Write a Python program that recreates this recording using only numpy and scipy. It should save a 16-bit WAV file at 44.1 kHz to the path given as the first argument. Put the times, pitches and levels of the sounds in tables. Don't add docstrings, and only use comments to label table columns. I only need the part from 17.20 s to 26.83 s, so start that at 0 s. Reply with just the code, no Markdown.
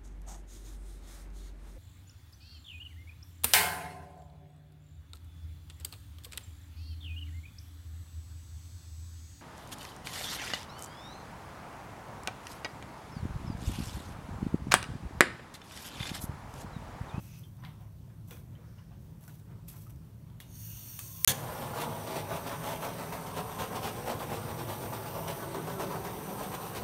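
import sys
import numpy as np
from scipy import signal
from scipy.fft import rfft, irfft, next_fast_len
from scipy.io import wavfile
from scipy.ndimage import uniform_filter1d

SR = 44100
rng = np.random.default_rng(int(sys.argv[2]) if len(sys.argv) > 2 else 0)


def volts(x):
    e = np.asarray(x, float) / 20
    return 10 ** e


def persist_wave(psi):
    counts = np.round(np.clip(psi, -1, 1) * 32767).astype(np.int16)
    wavfile.write(sys.argv[1], SR, np.atleast_2d(counts).T)


N = 424683
T = np.arange(N) / SR
M = next_fast_len(N)
HZ = np.fft.rfftfreq(M, 1 / SR)
# (start t/s, end t/s)
BEFORE, SPARK, AFTER = (0, 4.1), (3.7, 4.4), (4.0, N / SR)


def evened(x):
    return x / np.sqrt(np.mean(x ** 2) + 1e-20)


def read(points, hz=HZ):
    f, value = np.transpose(points)
    return np.interp(np.log(hz + 1), np.log(f + 1), value)


def bumps_db(modes):
    return sum(db * np.exp(-2 * ((HZ - hz) / width) ** 2) for hz, width, db in modes)


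def colour(x, colour_db):
    return irfft(rfft(x, M) * volts(colour_db), M)[..., :N]


def curve(rows, order, edge_db=-100.0):
    rows = np.array(rows)
    return volts(np.interp(T, rows[:, 0], rows[:, order], edge_db, edge_db))


def noise(colour_db, span, patchy_db=0.0, crackle=0.0, flicker_db=0.0):
    first, last = round(span[0] * SR), round(span[1] * SR)
    size = next_fast_len(last - first)
    struck = rng.random(size) < 500 / SR
    grains = volts(2.2 * np.minimum(rng.exponential(1, size), 4)) * struck
    white = rng.standard_normal(size)
    white = white + crackle * evened(grains) * np.sign(white)
    z = signal.stft(white, nperseg=256)[2]
    patches = uniform_filter1d(rng.standard_normal(z.shape), size=4, axis=0)
    patches = evened(uniform_filter1d(patches, size=40, axis=1))
    flicker = evened(uniform_filter1d(rng.standard_normal(z.shape[1]), size=3))
    z = z * volts(patchy_db * patches + flicker_db * flicker)
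    white = signal.istft(z, nperseg=256)[1][:size]
    gain = volts(np.interp(np.fft.rfftfreq(size, 1 / SR), HZ, colour_db))
    coloured = irfft(rfft(white) * gain, size)[:last - first]
    return np.pad(evened(coloured), (first, N - last))


# (f/Hz, width/Hz, level/dB)
ROOM_MODES = [(61.5, 6, 0), (76.5, 12, 5), (103.5, 13.6, 9.5), (123.4, 11.6, 4), (160.6, 15, 7),
              (188, 15, -2), (200, 16, 2.5), (238.5, 17, -4.5), (288, 13, 2.5), (333.6, 24, 5.5),
              (384, 23, 6.5), (463, 9.2, 4), (556, 38, 6), (647, 27, 5), (896, 53, 2.5), (980, 150, 2.5)]
# (f/Hz, level/dB per Hz)
HUM_COLOUR = [(12, -57), (28, -32), (45, -7), (90, -9.5), (125, -3.5), (165, -8), (235, -16), (400, -30.5),
              (1000, -36), (2000, -43.5), (4000, -46), (8000, -47), (16000, -46.5)]


def room_tone():
    hum = noise(read(HUM_COLOUR) + bumps_db(ROOM_MODES), (0, N / SR), patchy_db=-1.2)
    return volts(-48) * hum


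def room(x):
    t = T[:12000]
    tails = rng.standard_normal((3, len(t))) * volts(-60 * t / 0.14) * (t > 0.003)
    tails = signal.lfilter([1], [1, -0.55], tails)
    fades = np.sqrt(2 / 3) * np.cos(np.pi * (0.7 * T - np.arange(3)[:, None] / 3))
    tails = tails / np.linalg.norm(tails[0])
    wet = signal.oaconvolve(x * fades, tails, axes=1)[:, :N].sum(0)
    return x + volts(-10.5) * wet


def strokes(rows):
    t = T[T < BEFORE[1]][::40]
    s, db, rise, fall = np.transpose(rows)[..., None]
    drop_db = np.where(t < s, rise * (s - t), fall * (t - s))
    power = volts(2 * (db - drop_db)).sum(0)
    return np.interp(T, t, np.sqrt(power))


# (peak t/s, length/s, shuffle level/dB, rustle level/dB, thud level/dB)
GRIPS = [(0.027, 0.33, -65, -55.5, -78), (0.19, .16, -80, -61, -68), (0.448, 0.19, -53, -63, -56),
         (0.47, 0.13, -58, -80, -70), (0.612, 0.089, -59, -67, -74), (0.39, 0.052, -60, -80, -70),
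         (0.904, 0.14, -64, -90, -55), (1.085, .03, -70, -56, -70), (1.116, 0.13, -56.5, -52, -41.5),
         (1.165, .08, -66, -65, -70), (1.39, 0.44, -62, -78, -51), (1.59, 0.098, -58.5, -79, -66),
         (1.72, 0.083, -59, -86, -69), (1.848, 0.34, -70, -70, -51), (2.03, 0.11, -63, -60, -70),
         (2.1, 0.2, -62, -59.5, -55), (2.312, 0.23, -61, -87, -46), (2.486, 0.027, -65, -40.5, -70),
         (2.516, 0.13, -63, -52.5, -65), (2.544, 0.072, -58, -80, -70), (2.57, 0.092, -66, -54.5, -70),
         (2.624, .12, -69, -56, -66), (2.698, .04, -59, -58, -75), (2.854, 0.45, -69, -72, -55),
         (3.074, .12, -64, -74, -63), (3.21, 0.026, -57, -51, -64), (3.28, 0.11, -66, -71, -68)]


def grips(order):
    fall_db, rise_share = 21.5, 0.33
    return strokes([(g[0], g[order], fall_db / (rise_share * g[1]), fall_db / g[1]) for g in GRIPS])


# (f/Hz, level/dB per Hz)
SHUFFLE_COLOUR = [(250, -41), (600, 6.5), (1100, 6), (2300, -4), (3500, -8.5), (5000, -19), (9000, -33)]
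RUSTLE_COLOUR = [(1500, -18), (4000, -11.5), (8000, -6.5), (13000, -4), (16000, -3)]
# (f/Hz, width/Hz, level/dB)
CANISTER = [(2600, 90, 5), (3320, 66, 8), (5970, 190, 7), (8700, 200, -3), (11300, 150, 9)]
# (f/Hz, level/dB per Hz)
BODY_COLOUR = [(150, -36), (230, -2.5), (330, -9), (420, -2.5), (520, -7), (800, -42.5)]
# (peak t/s, level/dB, rise/dB per s, fall/dB per s)
DRAG = (0.16, -60, 45, 190)
# (f/Hz, level/dB per Hz)
DRAG_COLOUR = [(1500, -14), (2200, -13), (6500, -7), (8000, -19)]
# (f/Hz, width/Hz, level/dB)
DRAG_RING = [(2170, 150, 8), (2600, 400, 12), (5200, 120, 2), (5900, 170, 9.3), (6500, 150, 2)]
# (peak t/s, level/dB, rise/dB per s, fall/dB per s)
SCUFFS = [
    (1.47, -75, 150, 40),
    (1.59, -71, 200, 150),
]
# (peak t/s, level/dB, rise/dB per s, fall/dB per s)
CREAKS = [
    (3.792, -76, 60, 200),
    (3.872, -68, 350, 400),
    (4.03, -67, 50, 300),
]


def handling():
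    dull = grips(order=2) * noise(read(SHUFFLE_COLOUR), BEFORE, patchy_db=1.5, crackle=0.4)
    rustle_db = read(RUSTLE_COLOUR) + bumps_db(CANISTER)
    bright = grips(order=3) * noise(rustle_db, BEFORE, patchy_db=1.2, crackle=0.63, flicker_db=2.0)
    thud = grips(order=4) * noise(read(BODY_COLOUR), BEFORE)
    drag = strokes([DRAG]) * noise(read(DRAG_COLOUR) + bumps_db(DRAG_RING), (0, 1))
    scuff = strokes(SCUFFS) * noise(bumps_db([(1500, 900, 26), (5400, 3200, 23)]), (1.2, 2.2))
    creak = strokes(CREAKS) * noise(bumps_db([(1080, 260, 45)]), BEFORE)
    return volts(-4.5) * dull + volts(-0.5) * bright + volts(-15.5) * thud + drag + creak + scuff


# (t/s, peak level/dB, dull share/dB, bright share/dB)
TICKS = [(0.025, -48, -25, -8), (0.042, -50, -25, -7), (0.056, -47, -25, -7), (0.2329, -48, -18, -12),
         (0.368, -47, -14, -8), (0.425, -50, -8, -30), (0.438, -42, -6, -30), (0.449, -39.5, 0, -14),
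         (1.0765, -46, -22, -5), (1.308, -53, -25, -6), (1.109, -31, -10.5, -7), (1.169, -41, -10, -10),
         (2.009, -45, -19, -5), (2.038, -43, -19, -6), (2.0785, -30, -23, -8.5), (2.094, -44, -8, -18),
         (2.197, -45, -12, -9), (2.482, -39, -26, -4), (2.559, -45, -18, -11), (2.619, -46, -19, -4),
         (2.7053, -38, -22, -9.5), (2.759, -49, -16, -5), (2.82, -54, -25, -11), (3.1, -49, -6, -26),
         (3.202, -27.5, -9.5, -6.5), (3.791, -24, -12, 0)]
# (t/s, f/Hz, level/dB, t60/s)
RINGS = [(0.234, 3170, -61, 0.21), (0.235, 3480, -63, .1), (.4, 5950, -66, .06), (.426, 1110, -57, .05),
         (.4365, 1010, -47, .04), (.4375, 1800, -50, 0.033), (.446, 1150, -59, .04),
         (.455, 2100, -53, 0.15), (.878, 650, -58, .03), (.9, 1700, -68, .1), (1.71, 700, -61, .1),
         (1.353, 3140, -63, .07), (1.353, 1900, -67, .1), (1.588, 1020, -62, .1), (3.203, 3350, -51, 0.078),
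         (3.21, 2850, -64, .3), (3.225, 3700, -66, .25), (2.5, 6070, -70, .5), (1.584, 2900, -65, 0.12),
         (1.108, 2460, -55, 0.22), (1.108, 3400, -58, .25), (2.079, 1480, -58, 0.091),
         (2.481, 2480, -63, .05), (2.485, 3340, -73, 0.37), (2.541, 1026, -57, 0.15),
         (2.667, 1270, -56, .07), (2.698, 1270, -66, .05), (3.79, 1156, -49, 0.055),
         (3.793, 2600, -56, 0.13)]


def ticks():
    t = T[:9000]
    envelope, out = np.zeros((2, N + len(t))), np.zeros(N + len(t))
    decay = volts(-60 * t / 0.012) + volts(-17 - 60 * t / 0.3)
    crack = np.clip(t / 0.0005, 0, 1) * decay
    for s, db, dull_db, bright_db in TICKS:
        peaks = volts(db + np.array([[dull_db], [bright_db]]))
        envelope[:, round(s * SR):][:, :len(t)] += peaks * crack
    waver = uniform_filter1d(rng.standard_normal((len(RINGS), 2, len(t))), size=130)
    share = 0.55
    for (s, hz, db, t60), (a, b) in zip(RINGS, waver):
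        phase = 2 * np.pi * hz * t
        ring = (1 + share * evened(a)) * np.sin(phase) + share * evened(b) * np.cos(phase)
        out[round(s * SR):][:len(t)] += volts(db - 60 * t / max(t60, 0.01)) * ring
    dull_db = read([(400, -18), (900, -7.0), (2500, -4.5), (4000, -3.0), (6000, -23), (9000, -42)])
    bright_db = read([(3000, -29), (6000, -1.0), (12000, -3.0), (16000, 0.0)])
    cracks = envelope[0, :N] * noise(dull_db, BEFORE) + envelope[1, :N] * noise(bright_db, BEFORE)
    return out[:N] + volts(-4.5) * cracks


# (t/s, flow level/dB, aim as top band level/dB)
JET = [
    [(3.22, -86, -4), (3.3, -67.5, -2), (3.36, -58.5, -1), (3.45, -57, 6), (3.7, -56, 6), (3.78, -56, 6),
     (3.83, -75, 6)],
    [(3.75, -75, 7), (3.8, -53.5, 4), (3.9, -56, 8), (4.05, -56.5, 12)],
    [(4.07, -56, -8), (4.5, -56.5, -6), (6.0, -57, -10), (6.5, -56.5, -8), (7.35, -56.5, -6),
     (7.5, -55.5, -4), (8.2, -55, -2), (8.3, -57, -8), (8.9, -56.5, -4), (9.2, -53, -8), (9.63, -56, -5)],
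]
# (f/Hz, level/dB per Hz)
JET_COLOUR = [(250, -50), (900, -8), (2000, -7.5), (4000, -13.5), (8000, -4), (16000, -0.5)]
# (f/Hz, width/Hz, level/dB)
COLD_NOZZLE = [(2880, 580, 11.5), (3590, 350, 13), (4380, 590, 16.5), (5720, 480, 16), (6450, 560, 17.5),
               (7300, 500, 7), (8850, 700, 8), (9650, 600, 7.5), (11300, 720, 6), (12100, 600, 4),
               (13900, 700, 8)]
SQUEEZED_NOZZLE = [(2870, 460, 7), (3590, 500, 12), (4400, 550, 14), (5670, 420, 11), (6400, 670, 15),
                   (7200, 500, 6), (8650, 700, 10), (9650, 600, 8), (11500, 1000, 5), (12200, 500, 5),
                   (12750, 400, -4), (14100, 900, -1)]
LIT_NOZZLE = [(5900, 550, 14), (8650, 900, 11.5), (9700, 500, 8), (11400, 600, 3.5), (12450, 700, 9),
              (13500, 450, -4), (14000, 520, 12.5), (14600, 560, 13)]
# (t/s, level/dB, f/Hz)
WHISTLES = [
    [(3.36, -75, 14900), (3.44, -56, 14700), (3.52, -55, 14000), (3.7, -60, 13800), (3.8, -72, 13900)],
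    [(3.85, -75, 11300), (3.93, -53, 11500), (3.99, -57, 12100), (4.045, -60, 12400)],
]


def jet():
    out = np.zeros(N)
    top = 1 / (1 + (13450 / (HZ + 1)) ** 60)
    nozzles = (COLD_NOZZLE, SQUEEZED_NOZZLE, LIT_NOZZLE)
    for rows, nozzle, span in zip(JET, nozzles, (BEFORE, SPARK, AFTER)):
        hiss = noise(read(JET_COLOUR) + bumps_db(nozzle), span, patchy_db=1.8, flicker_db=0.5)
        top_hiss = irfft(rfft(hiss, M) * top, M)[:N]
        aim = volts(0.5) * curve(rows, order=2, edge_db=-3.0)
        out += volts(6.0) * curve(rows, order=1) * (hiss + (aim - 1) * top_hiss)
    for rows in WHISTLES:
        s, _, hz = np.transpose(rows)
        fuzz = evened(uniform_filter1d(rng.standard_normal(N), size=70))
        phase = 2 * np.pi * np.cumsum(np.interp(T, s, hz)) / SR
        out += curve(rows, order=1) * fuzz * np.cos(phase)
    return out


# (snap t/s, snap level/dB, snap length/s, t/s when the microphone recovers)
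SNAP = (4.0452, -12.5, .0026, 4.0752)
# (f/Hz, level/dB per Hz)
SNAP_COLOUR = [(180, -59), (300, -33), (2000, -8), (3300, -5), (4830, -5), (5800, -7), (9710, 3),
               (10900, 0), (13100, -2.5), (15500, -5), (16000, -35)]
ECHO_COLOUR = [(35, -46), (60, 0), (156, -14), (301, -17), (621, -9), (1300, -7), (1700, -11), (2900, -6.5),
               (3420, -3.5), (5210, -6), (6280, -3.5), (15500, -6.5), (16000, -20)]
# (f/Hz, width/Hz, level/dB)
SPRING = [(1680, 220, 14), (3400, 470, 7.5), (4300, 200, 7.5), (5200, 700, 0.5), (6190, 300, 8.5),
          (6900, 250, 11.5), (8500, 300, 3), (9500, 1200, 4.5), (12200, 500, 6.5), (15500, 600, 2)]


def igniter():
    s, db, length, back = SNAP
    attack = np.clip((T - s - 0.0005) / 0.00015, 0, 1)
    burst = volts(db) * ((T > s) & (T < s + length)) * attack
    u = np.maximum(T - back, 0)
    echo_db = -22 + 5 * np.exp(-(u / 0.0079) ** 4) - 257 * u
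    spring_stop_db = -17 * np.clip((T - 4.121) / 0.0052, 0, 1)
    far_walls = volts(-39.5 - 113 * u)
    fading = (volts(echo_db + spring_stop_db) + far_walls) * (T > s + length)
    echo = fading * noise(read(ECHO_COLOUR) + bumps_db(SPRING), SPARK, patchy_db=1.0)
    snap = burst * noise(read(SNAP_COLOUR), SPARK)
    return snap * np.linalg.norm(burst) / np.linalg.norm(snap) + echo


# (t/s, low f/Hz, high f/Hz, level/dB, t60/s)
WHOOMP = (4.0755, 82, 128, -34, .25)
# (t/s, level/dB, f/Hz)
BANGS = [
    (5.925, -31.5, 920),
    (8.3465, -29, 1080),
    (8.473, -31, 850),
    (8.598, -35, 890),
]


def thumps():
    s, low_hz, high_hz, db, t60 = WHOOMP
    u = np.maximum(T - s, 0)
    beat = np.sin(2 * np.pi * high_hz * u) - np.sin(2 * np.pi * low_hz * u)
    out = volts(db - 60 * u / t60) * beat
    t = T[:900]
    for s, db, hz in BANGS:
        bang = volts(db - 60 * t / 0.022) * np.sin(2 * np.pi * hz * t)
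        out[round(s * SR):][:900] += bang
    return out


# (t/s, strength level/dB, nearness to the microphone 0-1)
FLAME = [(4.08, -2.5, 0), (4.3, 2, 0), (4.53, 1.5, 0.2), (4.66, 2.5, 0.57), (4.77, 1.5, 0.1),
         (4.88, -1.5, 0.46), (5.2, -0.5, 0), (6.27, -0.5, 0.1), (6.62, -1.5, 0.22), (6.9, -0.5, 0.38),
         (7.43, -0.5, 0.43), (7.88, -0.5, 0.27), (9.21, 0, 0.53), (9.63, -0.5, 0.37)]


def layer(base_db, share, near_db, bloom_db):
    s, strength, near = np.transpose(FLAME)
    bloom_s = 0.033
    bloom = np.exp(-(np.maximum(T - SNAP[3], 0) / bloom_s / 2) ** 2)
    steady_db = np.interp(T, s, share * strength + near_db * near)
    return volts(base_db + steady_db + bloom_db * bloom)


def steadied(x, share):
    surge = uniform_filter1d(x ** 2, size=1300) + 0.05
    return evened(x / surge ** (share / 2))


# (start t/s, length/s, roar level/dB, fizz level/dB)
PUFFS = [(4.559, 0.08, -33.5, -45), (4.875, 0.062, -36, -45.5), (4.951, 0.05, -34, -43),
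         (5.106, 0.068, -33, -46.5), (5.262, 0.03, -34.5, -44), (5.444, 0.098, -33.5, -44.5),
         (5.623, 0.055, -32, -44), (5.789, 0.047, -34, -50), (5.922, 0.049, -37.5, -48),
         (6.168, 0.035, -32.5, -43), (6.39, 0.052, -31, -43), (6.514, 0.06, -34.5, -53),
         (6.633, 0.058, -31.5, -41), (6.867, 0.055, -30.5, -44), (6.998, 0.04, -36, -48),
         (7.104, 0.073, -36.5, -47), (7.488, 0.051, -35, -45.5), (7.728, 0.04, -37.5, -47.5),
         (7.945, 0.052, -36.5, -54), (8.077, 0.036, -33, -43), (8.196, 0.049, -39.5, -55),
         (8.599, 0.043, -34.5, -44), (8.702, 0.055, -35.5, -50), (8.849, 0.037, -39, -47.5),
         (9.188, 0.06, -37, -48), (9.317, 0.03, -38.5, -48), (9.555, 0.025, -36, -41)]
# (start t/s, length/s, roar level/dB, fizz level/dB)
POPS = [(5.311, 0.025, -32.5, -46), (5.925, 0.0073, -36, -43.5), (6.556, 0.022, -32.5, -42.5),
        (8.343, 0.008, -33, -43.5), (8.472, 0.0073, -32, -47), (8.598, .01, -32.5, -44),
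        (8.845, .01, -36.5, -48), (7.118, 0.0076, -30, -54), (7.726, 0.0072, -33.5, -54),
        (9.342, 0.0087, -31, -40)]
# (start t/s, length/s, roar level/dB, fizz level/dB)
FLUTTERS = [(4.41, 0.045, -38.5, -52), (4.615, .025, -48, -42.5), (4.785, 0.026, -48, -56),
            (6.062, 0.027, -41, -50), (6.29, 0.016, -37.5, -51), (6.759, .047, -40.5, -53),
            (7.267, 0.057, -39, -51.5), (7.39, 0.028, -36, -46.5), (7.615, 0.044, -40, -50.5),
            (7.855, 0.048, -44, -52), (8.35, 0.041, -36, -54), (8.485, 0.041, -39, -52),
            (8.755, 0.018, -37, -50), (9.02, 0.021, -56, -68), (9.086, 0.048, -39, -55),
            (9.225, .025, -44, -50), (9.428, 0.059, -41.5, -51)]
# (f/Hz, level/dB per Hz)
RUMBLE_COLOUR = [(40, -52), (90, -8.5), (130, -3), (190, -3.5), (260, -21), (400, -65)]
ROAR_COLOUR = [(250, -102), (450, -8), (600, -2), (850, -1.5), (1150, -5.5), (1600, -14), (2200, -22.5),
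               (3500, -41)]
FIZZ_COLOUR = [(800, -53), (1500, -4), (2200, -1), (3500, -2.5), (5500, -7.5), (9000, -8.5), (16000, -10.5)]


def flame():
    calm = layer(base_db=-45.5, share=1.34, near_db=-0.5, bloom_db=7) ** 2
    roar = calm.copy()
    fizz = layer(base_db=-52, share=0.4, near_db=-3, bloom_db=14) ** 2
    for s, length, roar_db, fizz_db in PUFFS + POPS + FLUTTERS:
        span = slice(round((s - 0.05) * SR), round((s + 0.25) * SR))
        u = T[span] - s
        rise = 1 / (1 + np.exp(-u / (0.085 * length)))
        fall = 1 / (1 + np.exp((u - length) / (0.004 + 0.07 * length)))
        roar[span] += volts(2 * roar_db - 12.5) * rise * fall
        fizz[span] += volts(2 * fizz_db - 0.5) * rise * fall
    modes_db = 0.6 * bumps_db(ROOM_MODES)
    rumble = noise(read(RUMBLE_COLOUR) + modes_db, AFTER)
    out = layer(base_db=-49, share=-0.5, near_db=6.5, bloom_db=8.5) * rumble
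    moved = np.pi / 2 * np.clip((T - 6.12) / 3.2, 0, 1)
    here = noise(read(BODY_COLOUR) + bumps_db([(300, 31, 1.0)]), AFTER)
    there = noise(read(BODY_COLOUR) + 2.4 * modes_db + bumps_db([(346, 40, 3.1)]), AFTER)
    body = np.cos(moved) * here + np.sin(moved) * there
    burning = layer(base_db=-51.5, share=0, near_db=9.5, bloom_db=6)
    out += burning * (roar / calm) ** 0.36 * body
    roar_db = read(ROAR_COLOUR) + 0.7 * modes_db
    roaring = noise(roar_db, AFTER, patchy_db=1.8, crackle=0.5, flicker_db=1.3)
    out += volts(-2.3) * np.sqrt(roar) * steadied(roaring, share=0.5)
    fizzing = noise(read(FIZZ_COLOUR), AFTER, patchy_db=1.5, crackle=0.49, flicker_db=1.23)
    out += np.sqrt(fizz) * fizzing
    return out * np.clip((T - SNAP[3]) / 0.023, 0, 1)


def scene():
    close = room_tone() + ticks() + igniter() + thumps()
    return (close + room(handling() + jet() + flame()))[None]


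def roll_off(x):
    return signal.sosfilt(signal.butter(12, 16990, fs=SR, output="sos"), x)


# (f/Hz, width/Hz, level/dB)
MIC_DIPS = [(4160, 260, -2.5), (4850, 190, -3), (7200, 1170, -2.5), (9300, 250, -1.5), (10500, 710, -3),
            (13700, 500, 2)]


def record(dry):
    edge_db = -55 / (1 + np.exp(np.clip((15770 - HZ) / 18, -50, 50)))
    heard = colour(dry, bumps_db(MIC_DIPS) + edge_db)
    ceiling = 0.66
    s, _, length, back = SNAP
    alive = np.clip((s + length - T) / 0.0002, 0, 1) + np.clip((T - back) / 0.0005, 0, 1)
    mix = np.clip(heard, -ceiling, ceiling) * alive
    return roll_off(mix)


dry = scene()
out = record(dry)
persist_wave(out)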